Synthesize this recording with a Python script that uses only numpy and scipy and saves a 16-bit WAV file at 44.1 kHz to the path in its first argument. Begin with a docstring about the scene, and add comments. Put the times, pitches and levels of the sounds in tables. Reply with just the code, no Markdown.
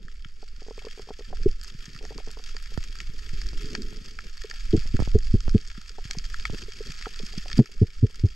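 """Snapping reef inside a camera housing

Shrimp crackle all around: near snaps are noise bursts, far ones melt into steady noise. A fish grunts close by
in sinking tones with a noisy rasp. Knocks ring the housing wall, pops are a crack or tick with a falling low
swing, and moving water is coloured noise that rumbles and surges. The shrimp come through the housing's
resonances and the fish through its wall; two ports with hissing microphones hear it all, and the camera's
gain control ducks the loud moments."""
import sys
import numpy as np
from scipy import signal
from scipy.fft import rfft, irfft, next_fast_len
from scipy.io import wavfile
from scipy.ndimage import uniform_filter1d, map_coordinates

SR = 44100
rng = np.random.default_rng(int(sys.argv[2]) if len(sys.argv) > 2 else 0)


def bounce(signal):
    """Save signal as a 16-bit WAV file at the path given by the first command-line argument."""
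    frames = np.transpose(np.atleast_2d(signal))
    limited = np.clip(frames, -1, 1)
    pcm = np.round(limited * 32767).astype(np.int16)
    wavfile.write(sys.argv[1], SR, pcm)


N = 368235

# near snaps and the cracks of a few pops, before the band rules:
# start_s, level_db, body_db and treble_db against the level
SNAPS_AND_CRACKS = [(0.0818, -41, -3.5, -39), (0.246, -39.5, -2, -35), (1.0206, -37.5, -25, -28),
                    (1.3698, -31, -18, -29), (1.4326, -31, -20, -41), (1.5125, -31, -33, -31),
                    (1.6125, -28, -24, -24), (1.6347, -25, -27, -14), (1.962, -30.5, -14.5, -30),
                    (2.0505, -27, -25, -33), (2.178, -26.5, -20.5, -25), (2.243, -38, -22, -33),
                    (2.2638, -31, -23, -33), (2.3128, -28.5, -28, -13.5), (2.4389, -26, -30, -25),
                    (2.5656, -24, -14, -30), (2.6249, -34, -20, -14), (2.7207, -42, -25, -26),
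                    (2.7746, -35, -6.5, -27), (2.9868, -29.5, -18, -31), (3.0021, -24.5, -15.5, -38),
                    (3.0704, -33, -20, -34), (3.4156, -25.5, -22, -29), (3.4665, -25.5, -31, -30),
                    (3.4873, -23, -35, -31), (3.5775, -28.5, -18.5, -22), (3.7501, -18.5, -6, -37),
                    (3.8197, -24, -24, -25), (3.969, -29, -29, -37), (4.0587, -27, -28, -31),
                    (4.1878, -30.5, -5, -31), (4.3768, -30, -20, -34), (4.4178, -26, -24, -26),
                    (4.4363, -27, -21, -32), (4.5111, -26.5, -9.5, -37), (4.7067, -28.5, -25, -25),
                    (4.7653, -22.5, -29, -28), (4.7923, -26.5, -29, -37), (4.8729, -27, -19.5, -24),
                    (4.9664, -24.5, -7.5, -31), (5.001, -27, -17, -21), (5.02, -34, -18, -34),
                    (5.1153, -30.5, -17, -36), (5.1867, -21.5, -25, -27), (5.2505, -36, -36, -33),
                    (5.4043, -23, -25, -39), (5.478, -35, -12, -28), (5.4932, -22, -19.5, -30),
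                    (5.5782, -24.5, -23, -25), (5.674, -22.5, -33, -43), (5.7137, -30, -12.5, -35),
                    (5.8144, -27, -19, -24), (5.893, -23, -24, -32), (6.0412, -34.5, -17, -35),
                    (6.1093, -10.5, -24.5, -33), (6.1846, -19, -34, -33), (6.253, -31, -34, -38),
                    (6.342, -24, -10.5, -28), (6.397, -28, -20, -35), (6.4526, -18.5, -7.5, -31),
                    (6.5236, -35, -34, -28), (6.5814, -28.5, -18, -22), (6.6184, -28, -14, -30),
                    (6.92, -24, -27, -25), (7.0115, -28, -13.5, -32), (7.0237, -25.5, -16, -40),
                    (7.0564, -35.5, 1, -35), (7.1424, -32, -18, -37), (7.1731, -33, -25, -36),
                    (7.2504, -31, -38, -24), (7.2654, -23.5, -27, -27), (7.3013, -38, -26, -31),
                    (7.481, -28, -31, -36), (7.4994, -29, -15, -34), (7.5148, -26, -11.5, -35),
                    (7.5288, -21.5, -22, -39), (7.5787, -23.5, -23, -16.5), (7.6575, -24, -17.5, -25),
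                    (7.7156, -28, -24, -19), (8.1563, -18, -29, -21)]
# bands that a snap is built from: low_hz, high_hz
SNAP_BANDS = [(650, 2100), (2100, 4000), (4000, 8000), (8000, 16000)]
# how each band follows a snap: gain_db, db_per_body_db, db_per_treble_db, random_spread_db
SNAP_BAND_RULES = [(23, 1, 0, -1), (4.97, 0.32, 0, 5), (0, 0.01, -0.09, 1), (27, 0, 1, -0.5)]
# base level of the far crackle and hiss over time: time_s, level_db
REEF_LEVEL = [(0.0, -59), (0.5, -57), (0.81, -52.5), (1.65, -51), (2.49, -49), (3.6, -47), (4.16, -49),
              (4.88, -46.5), (5.4, -48.5), (5.91, -48.5), (6.6, -46), (7.0, -45.5), (7.6, -46), (8.35, -43)]
# housing resonances at each port: centre_hz, width_hz (at half amplitude), left_db, right_db
HOUSING_MODES = [(1010, 710, -33, -22), (1340, 204, -10, -1), (1734, 490, -1, -5.5), (2232, 75, 1.5, -41),
                 (2570, 1210, -3.5, -7), (3287, 346, 1, -16.5), (3767, 530, -6, -15), (4596, 590, -2.5, 2),
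                 (5136, 660, -4.5, 0), (6300, 2290, -9, -9.5), (7630, 340, -17.5, -9.5),
                 (8940, 300, -24, -39), (10350, 940, -28, -39.5), (11850, 3200, -30.5, -29)]
# phase by which the right port leads the left: frequency_hz, lead_radians
PORT_LEAD = [(1100, 0.99), (1480, -0.45), (1650, -0.87), (2050, 1), (3000, 0.77), (3600, 0.0022),
             (4200, -0.049), (4500, -0.15)]
# near grunts: start_s, level_db, first_pitch_hz, length_s, mid_hz, mid_db, top_hz, top_db, rasp_db
GRUNTS = [(1.457, -18, 127, 0.012, 283, -19, 389, 13, -7), (4.731, -16.5, 133, 0.025, 226, 2, 321, 5.5, 4),
          (4.94, -15.5, 161, 0.014, 220, -1, 345, -8.5, -12),
          (5.146, -9.5, 108, 0.018, 212, 0.5, 427, -2.5, -7),
          (5.338, -8.5, 146, 0.016, 194, 0.5, 394, -13.5, -13.5),
          (5.545, -10, 142, 0.02, 201.5, 5, 444, -8, -11), (7.573, -25, 282, .03, 220, 0, 406, -12, -25),
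          (7.588, -5, 187, 0.026, 217.6, 2, 314, -6, -8),
          (7.814, -2.5, 147.6, 0.023, 183, -3.5, 302, -31, -12),
          (8.027, -0.5, 153, 0.023, 231, -5.5, 392, -26, -14),
          (8.236, 0, 139, 0.024, 180, -9.5, 270, -26, -16)]
SAG = 0.636  # pitch that a grunt sinks towards, as a share of its first pitch
# dull thuds, perhaps far fish: start_s, level_db, pitch_hz
THUDS = [(0.047, -33, 137), (0.256, -30, 124), (1.409, -27.5, 121), (1.747, -27.5, 142),
         (1.879, -28.5, 159), (1.952, -29.5, 129), (3.094, -26, 126), (3.331, -23.5, 128),
         (3.642, -22.5, 157), (4.775, -8.5, 126), (5.778, -24.5, 190), (6.052, -23.5, 113),
         (6.17, -21, 156), (6.896, -23.5, 147), (7.232, -24, 206), (7.376, -17, 184), (7.538, -28, 132)]
# how low sound passes the wall, hardly at all above its first mode: frequency_hz, gain_db
WALL_PASS = [(30, 2), (330, -1.5), (430, 0), (475, -7.5), (530, -26), (640, -22.5), (730, -24.5),
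             (830, -41.5), (2000, -76)]
# knocks on the wall: start_s, level_db, upper_modes_db
KNOCKS = [(0.428, -37.5, 7.5), (0.6195, -39, 4), (0.6646, -39, -7.5), (0.6836, -31, -1.5),
          (0.7088, -27.5, -7), (0.7783, -30.5, -8.5), (0.8187, -46, 11.5), (0.8478, -29.5, -10),
          (0.8681, -25.5, -7.5), (0.9762, -34, -3), (0.9946, -27, -6), (1.0733, -37, -10), (1.0885, -36, 8),
          (1.1055, -25.5, 0), (1.1917, -31, -8), (1.2067, -32.5, -9), (1.304, -43, -3), (1.3284, -28, 9),
          (2.01, -41, -1), (2.0281, -36, -8), (2.0397, -33.5, -9), (2.0511, -36.5, 6), (2.1073, -30.5, -8),
          (2.1208, -41, 11), (2.1837, -30, -2), (2.202, -48.5, 19), (2.274, -31.5, 2), (2.292, -41, 3),
          (2.371, -33, -3), (2.3943, -37, 6.5), (2.5485, -39, -2), (2.7195, -40, -4), (4.2385, -41, -13),
          (4.4428, -21.5, -23), (4.4982, -43, 1), (4.5338, -47.5, 9.5), (5.9015, -39, -34),
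          (5.9841, -31.5, 5.5), (6.1015, -45.5, 12), (6.1497, -35.5, 4), (6.5436, -37, -6),
          (6.6816, -27.5, -21.5), (6.8045, -19, -26), (7.0677, -27, 4), (7.1988, -31.5, -12),
          (7.3365, -41, 7.5), (7.458, -42, 15), (7.493, -57, 20), (7.693, -41, -4), (8.099, -32.5, -7.5)]
# wall modes that a knock rings: pitch_hz, level_db, t60_s
WALL_MODES = [(427, 1, 0.032), (596, -4, .015), (722, -12, 0.037), (980, -18, 0.007), (290, -5.5, 0.016)]
# pops at the right port: start_s, level_db
POPS = [(2.7761, -17.5), (3.5326, -31), (3.9274, -35.5), (4.8575, -33), (4.9921, -15.5), (5.0019, -13.5),
        (5.0222, -17), (5.0753, -21), (5.4798, -17.5), (6.4987, -22.5)]
# base levels of the moving water over time: time_s, rumble_db, surge_db
FLOW = [(0.0, -38.5, -52), (0.14, -36.5, -59.5), (0.46, -37.5, -63.5), (1.16, -38.5, -59.5),
        (1.49, -21, -46.5), (1.53, -28.5, -61), (1.86, -40, -56.5), (2.04, -29.5, -48.5),
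        (2.37, -36.5, -59), (3.44, -27.5, -56.5), (3.74, -33.5, -49.5), (3.86, -32, -54), (4.0, -35.5, -53),
        (4.4, -35, -56.5), (4.56, -34.5, -61), (4.67, -25, -59), (4.81, -25, -48.5), (5.14, -24.5, -63),
        (5.46, -21, -55), (5.65, -29.5, -58.5), (5.83, -36.5, -59), (6.51, -28, -56.5),
        (6.63, -34.5, -51.5), (7.32, -34, -54.5), (8.12, -30, -48), (8.35, -20.5, -48)]
# relative noise spectra of the water: frequency_hz, density_db (per Hz)
RUMBLE_COLOUR = [(7.1, 2.5), (12, 9.5), (22, 1.5), (49, -5.5), (76, -24), (113, -32), (160, -33),
                 (210, -41), (350, -120)]
SURGE_COLOUR = [(59, -35), (100, 2.5), (173, -6.5), (210, -3.5), (318, -13), (420, -7.5), (687, -32),
                (1000, -38), (1300, -38.5), (2200, -120)]
SWELL_COLOUR = [(60, -34), (110, -2.5), (300, -1.5), (350, -5), (430, 3.5), (480, -21.5), (540, -27),
                (1000, -51), (2000, -120)]
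HEAVE_DB, HEAVE_S = -17, 0.041  # the water heaves with each grunt: level against the grunt, half length
# one swell that washes past: level at its crest, start and end of the crest, slopes either side
SWELL_DB, SWELL_FROM_S, SWELL_TO_S, SWELL_RISE_DB_PER_S, SWELL_FALL_DB_PER_S = -42.5, 3.76, 3.83, 40, 97
TOP_HZ = 15650  # nothing passes from here up


def shrimp():
    """Near snaps and far crackle of the colony through the housing, with each microphone's own hiss."""
    far = crackle(count=2200, spread_db=3.5, most_db=15, colour_db=11.5, t60=0.025)
    far = far + amp(-4.0) * rng.standard_normal(N)  # crackle melted into steady noise
    # each port's microphone adds its own hiss, strongest in the far treble
    noise = rng.standard_normal((2, N))
    middle = amp(-10) * band(noise, 900, 3300)
    treble = amp(1.0) * band(noise, 10700, 16500)
    hiss = amp(3.3 * wobble(40)) * (amp(-22.5) * noise + middle + treble)
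    # the colony snaps in uneven flurries
    clumps_db = 0.63 * wobble(9) + 0.8 * wobble(15)
    reef_db = curves(REEF_LEVEL)[0] + clumps_db
    return housing(snaps_and_cracks()) + amp(reef_db) * unit(housing(far + hiss))


def snaps_and_cracks():
    """Each is a burst of noise with a fast onset and a quiet tail off the rocks, levelled band by band."""
    t = np.arange(900) / SR
    burst_and_tail = 1 / (1 + (t / .0022) ** 4) + amp(-21 - 60 * t / .06)
    shape = (1 - np.exp(-t / .0004)) * burst_and_tail
    gain_db, by_body, by_treble, chance_db = np.transpose(SNAP_BAND_RULES)
    tracks = np.zeros((len(SNAP_BANDS), N))
    for s, db, body_db, treble_db in SNAPS_AND_CRACKS:
        burst = shape * rng.standard_normal((len(gain_db), len(t)))
        # every burst carries the same energy before its level is set
        burst *= np.linalg.norm(shape) / np.linalg.norm(burst, axis=1, keepdims=True)
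        band_db = db + gain_db + by_body * body_db + by_treble * treble_db
        band_db = band_db + chance_db * rng.standard_normal(len(gain_db))
        add(tracks, s, amp(band_db)[:, None] * burst)
    return sum(band(x, *edges) for x, edges in zip(tracks, SNAP_BANDS))


def crackle(count, spread_db, most_db, colour_db, t60):
    """Far snaps as decaying noise: many weak, few strong, each band of each snap at its own strength."""
    draw = rng.random((count, 6))
    place = (draw[:, 0] * N).astype(int)
    size_db = np.minimum(-spread_db * np.log(draw[:, 1] + 1e-9), most_db)
    puff = amp(-60 * np.arange(600) / SR / t60)
    out = np.zeros(N)
    for k, (lo_hz, hi_hz) in enumerate(SNAP_BANDS):
        snap_power = amp(2 * (size_db + colour_db * draw[:, 2 + k]))
        train = np.bincount(place, snap_power, N)
        # overlapping puffs add in power
        envelope = np.sqrt(np.abs(signal.fftconvolve(train, puff ** 2)[:N]))
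        out += band(envelope * rng.standard_normal(N), lo_hz, hi_hz)
    return unit(out)


def housing(x):
    """Each port's answer: its steep modes add in power, and the ports do not move quite in step."""
    def gain(hz):
        power = 0
        for centre, width, left_db, right_db in HOUSING_MODES:
            mode = 1 / (1 + (2 * (hz - centre) / width) ** 2)
            power = power + (amp([[left_db], [right_db]]) * mode) ** 2
        return np.sqrt(power)

    # half of the lead turns each port, in opposite directions
    return filtered(causal(x, gain), lambda hz: np.exp(np.outer([-.5j, .5j], along(PORT_LEAD, hz))))


def fish():
    """A grunt is raspy beats of the swim bladder, falling in pitch and cut short; a thud is one soft beat."""
    out, t = np.zeros(N), np.arange(4000) / SR
    for s, db, first_hz, length, mid_hz, mid_db, top_hz, top_db, rasp_db in GRUNTS:
        pitch = first_hz * (SAG + (1 - SAG) * np.exp(-3.2 * t / length))
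        hold = (1 - np.exp(-(t / .0018) ** 2)) / (1 + (t / length) ** 7)
        upper = amp(mid_db) * np.sin(2 * np.pi * mid_hz * t) + amp(top_db) * np.sin(2 * np.pi * top_hz * t)
        beat = np.sin(2 * np.pi * np.cumsum(pitch) / SR) + amp(2.5 - 15 * t / length) * upper
        rasp = amp(rasp_db) * unit(band(rng.standard_normal(len(t)), 110, 1400))
        # the rasp trails on after the tones are cut
        ragged = hold + amp(-3 - 60 * t / 0.12) * (1 - np.exp(-t / 0.0057))
        add(out, s, amp(db) * (hold * beat + ragged * rasp))
    for s, db, hz in THUDS:
        envelope = amp(db - 60 * t / 0.032) * (1 - np.exp(-t / 0.00096))
        add(out, s, envelope * np.sin(2 * np.pi * hz * t))
    return causal(out, lambda hz: amp(along(WALL_PASS, hz)))


def knocks():
    """Each knock peaks just after first contact with a dry tick and rings the wall modes at varied strengths."""
    out, t = np.zeros(N), np.arange(3000) / SR
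    for s, db, upper_db in KNOCKS:
        chance_db, tune = rng.normal(0, 1.5, len(WALL_MODES)), rng.normal(1, .02)
        ring = np.zeros(len(t))
        for extra_db, (hz, level_db, t60) in zip(chance_db, WALL_MODES):
            mode_db = level_db + extra_db + upper_db * (hz > 550) - 60 * t / t60
            ring += amp(mode_db) * np.sin(2 * np.pi * tune * hz * t)
        # the duller a knock, the softer its contact
        contact_s = .0009 * amp(np.clip(-6.5 - upper_db, 0, 13))
        rise = 1 - np.exp(-(t / contact_s) ** 2)
        tick_db = upper_db / 2 - 6.5 - 60 * t / 0.016
        tick = amp(tick_db) * unit(band(rng.standard_normal(len(t)), 185, 1110))
        add(out, s, -amp(db) * rise * (ring + tick))
    return out


def pops():
    """A sharp tick whose pitch falls at once into one low swing; the left port hears it weak and dull."""
    out, t = np.zeros(N), np.arange(1500) / SR
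    turns = .46 * np.log1p(t / .00024)  # cycles, ever slower
    swing = -np.sin(2 * np.pi * turns) * (0.55 + t / 0.0023) * amp(-60 * t / 0.043)
    for s, db in POPS:
        add(out, s, amp(db) * swing)
    return np.array([amp(-11.5) * band(out, 20, 1600), out])


def water():
    """Slow flow pushes both ports alike; surges gurgle in the wall's low mode; the swell is smoother."""
    t = np.arange(N) / SR
    rumble_db, surge_db = curves(FLOW)
    own = amp(-23) * coloured(RUMBLE_COLOUR, channels=2)
    rumble = coloured(RUMBLE_COLOUR) * amp([[-1.1], [1.1]]) + own
    heave = sum(amp(db + HEAVE_DB) * np.exp(-((t - s) / HEAVE_S) ** 2) for s, db, *_ in GRUNTS)
    surge = amp(surge_db) * wash(SURGE_COLOUR, apart_db=-4.5, lumpy_db=5.0)
    before_db = SWELL_RISE_DB_PER_S * np.maximum(SWELL_FROM_S - t, 0)
    after_db = SWELL_FALL_DB_PER_S * np.maximum(t - SWELL_TO_S, 0)
    swell = amp(SWELL_DB - before_db - after_db) * wash(SWELL_COLOUR, apart_db=-30.0, lumpy_db=1.3)
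    return (amp(rumble_db + 1.28 * wobble(3)) + heave) * rumble + surge + swell


def wash(colour, apart_db, lumpy_db):
    """Low noise in lumps: one part shared by the ports, another of each port's own."""
    lumps = amp(lumpy_db * (wobble(22) + wobble(60)))
    return unit(lumps * (coloured(colour) + amp(apart_db) * coloured(colour, channels=2)))


def amp(db):
    """Decibels to gain."""
    return 10 ** (np.asarray(db) / 20)


def unit(x):
    """Scaled to rms 1."""
    return x / np.sqrt(np.mean(x ** 2) + 1e-20)


def curves(rows):
    """One value per sample for each column after the time."""
    s, *cols = np.transpose(rows)
    return [np.interp(np.arange(N) / SR, s, c) for c in cols]


def along(points, hz):
    """(Hz, value) points joined on a log frequency axis."""
    f, value = np.transpose(points)
    return np.interp(np.log(hz + 1), np.log(f + 1), value)


def wobble(rate):
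    """A smooth random curve, rate knots a second."""
    return map_coordinates(rng.standard_normal(2000), [np.arange(N) * rate / SR])


def add(track, s, sound):
    """Mixes a sound in at a time in seconds."""
    part = track[..., round(s * SR):][..., :sound.shape[-1]]
    part += sound[..., :part.shape[-1]]


def band(x, lo_hz, hi_hz):
    """A steep causal band-pass."""
    return signal.sosfilt(signal.butter(3, [lo_hz, hi_hz], "band", fs=SR, output="sos"), x)


def filtered(x, response):
    """x times a response of frequency."""
    m = 2 * next_fast_len(N // 2 + 8192)  # padded, so that tails do not wrap round
    return irfft(rfft(x, m) * response(np.fft.rfftfreq(m, 1 / SR)), m)[..., :N]


def causal(x, gain):
    """x through a gain of frequency, with the minimum phase that follows from the cepstrum."""
    hz = np.fft.rfftfreq(4096, 1 / SR)
    cepstrum = irfft(np.atleast_2d(np.log(gain(hz) + 1e-6)))
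    # folding the cepstrum forward in time leaves no sound before its cause
    cepstrum[:, 1:2048] *= 2
    cepstrum[:, 2049:] = 0
    impulse = irfft(np.exp(rfft(cepstrum)))
    return signal.fftconvolve(np.atleast_2d(x), impulse, axes=1)[:, :N]


def coloured(points, channels=1):
    """Noise of rms 1 with a (Hz, dB) spectrum."""
    return unit(filtered(rng.standard_normal((channels, N)), lambda hz: amp(along(points, hz))))


def scene():
    """All sources at the two ports."""
    return shrimp() + fish() + knocks() + pops() + water()


def record(dry):
    """Gain control ducks loud moments and recovers slowly; peaks are rounded off; the top treble fades out."""
    # power above the rumble, over the last 20 ms
    power = np.abs(uniform_filter1d(np.mean(band(dry, 49, 12000) ** 2, 0), size=881, origin=440))
    excess_db = np.maximum(10 * np.log10(power + 1e-12) + 15.75, 0) * .9
    recovery_db = 9.3 * np.arange(N) / SR  # 9.3 dB a second
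    duck_db = np.maximum.accumulate(excess_db + recovery_db) - recovery_db
    # the gain glides over 27 ms
    ducked = dry * amp(-uniform_filter1d(duck_db, size=1201, origin=600))
    rounded = ducked / (1 + np.abs(ducked / .9) ** 8) ** (1 / 8)
    return filtered(rounded, lambda hz: (hz < TOP_HZ) / (1 + (hz / 14600) ** 24))


dry = scene()
out = record(dry)
bounce(out)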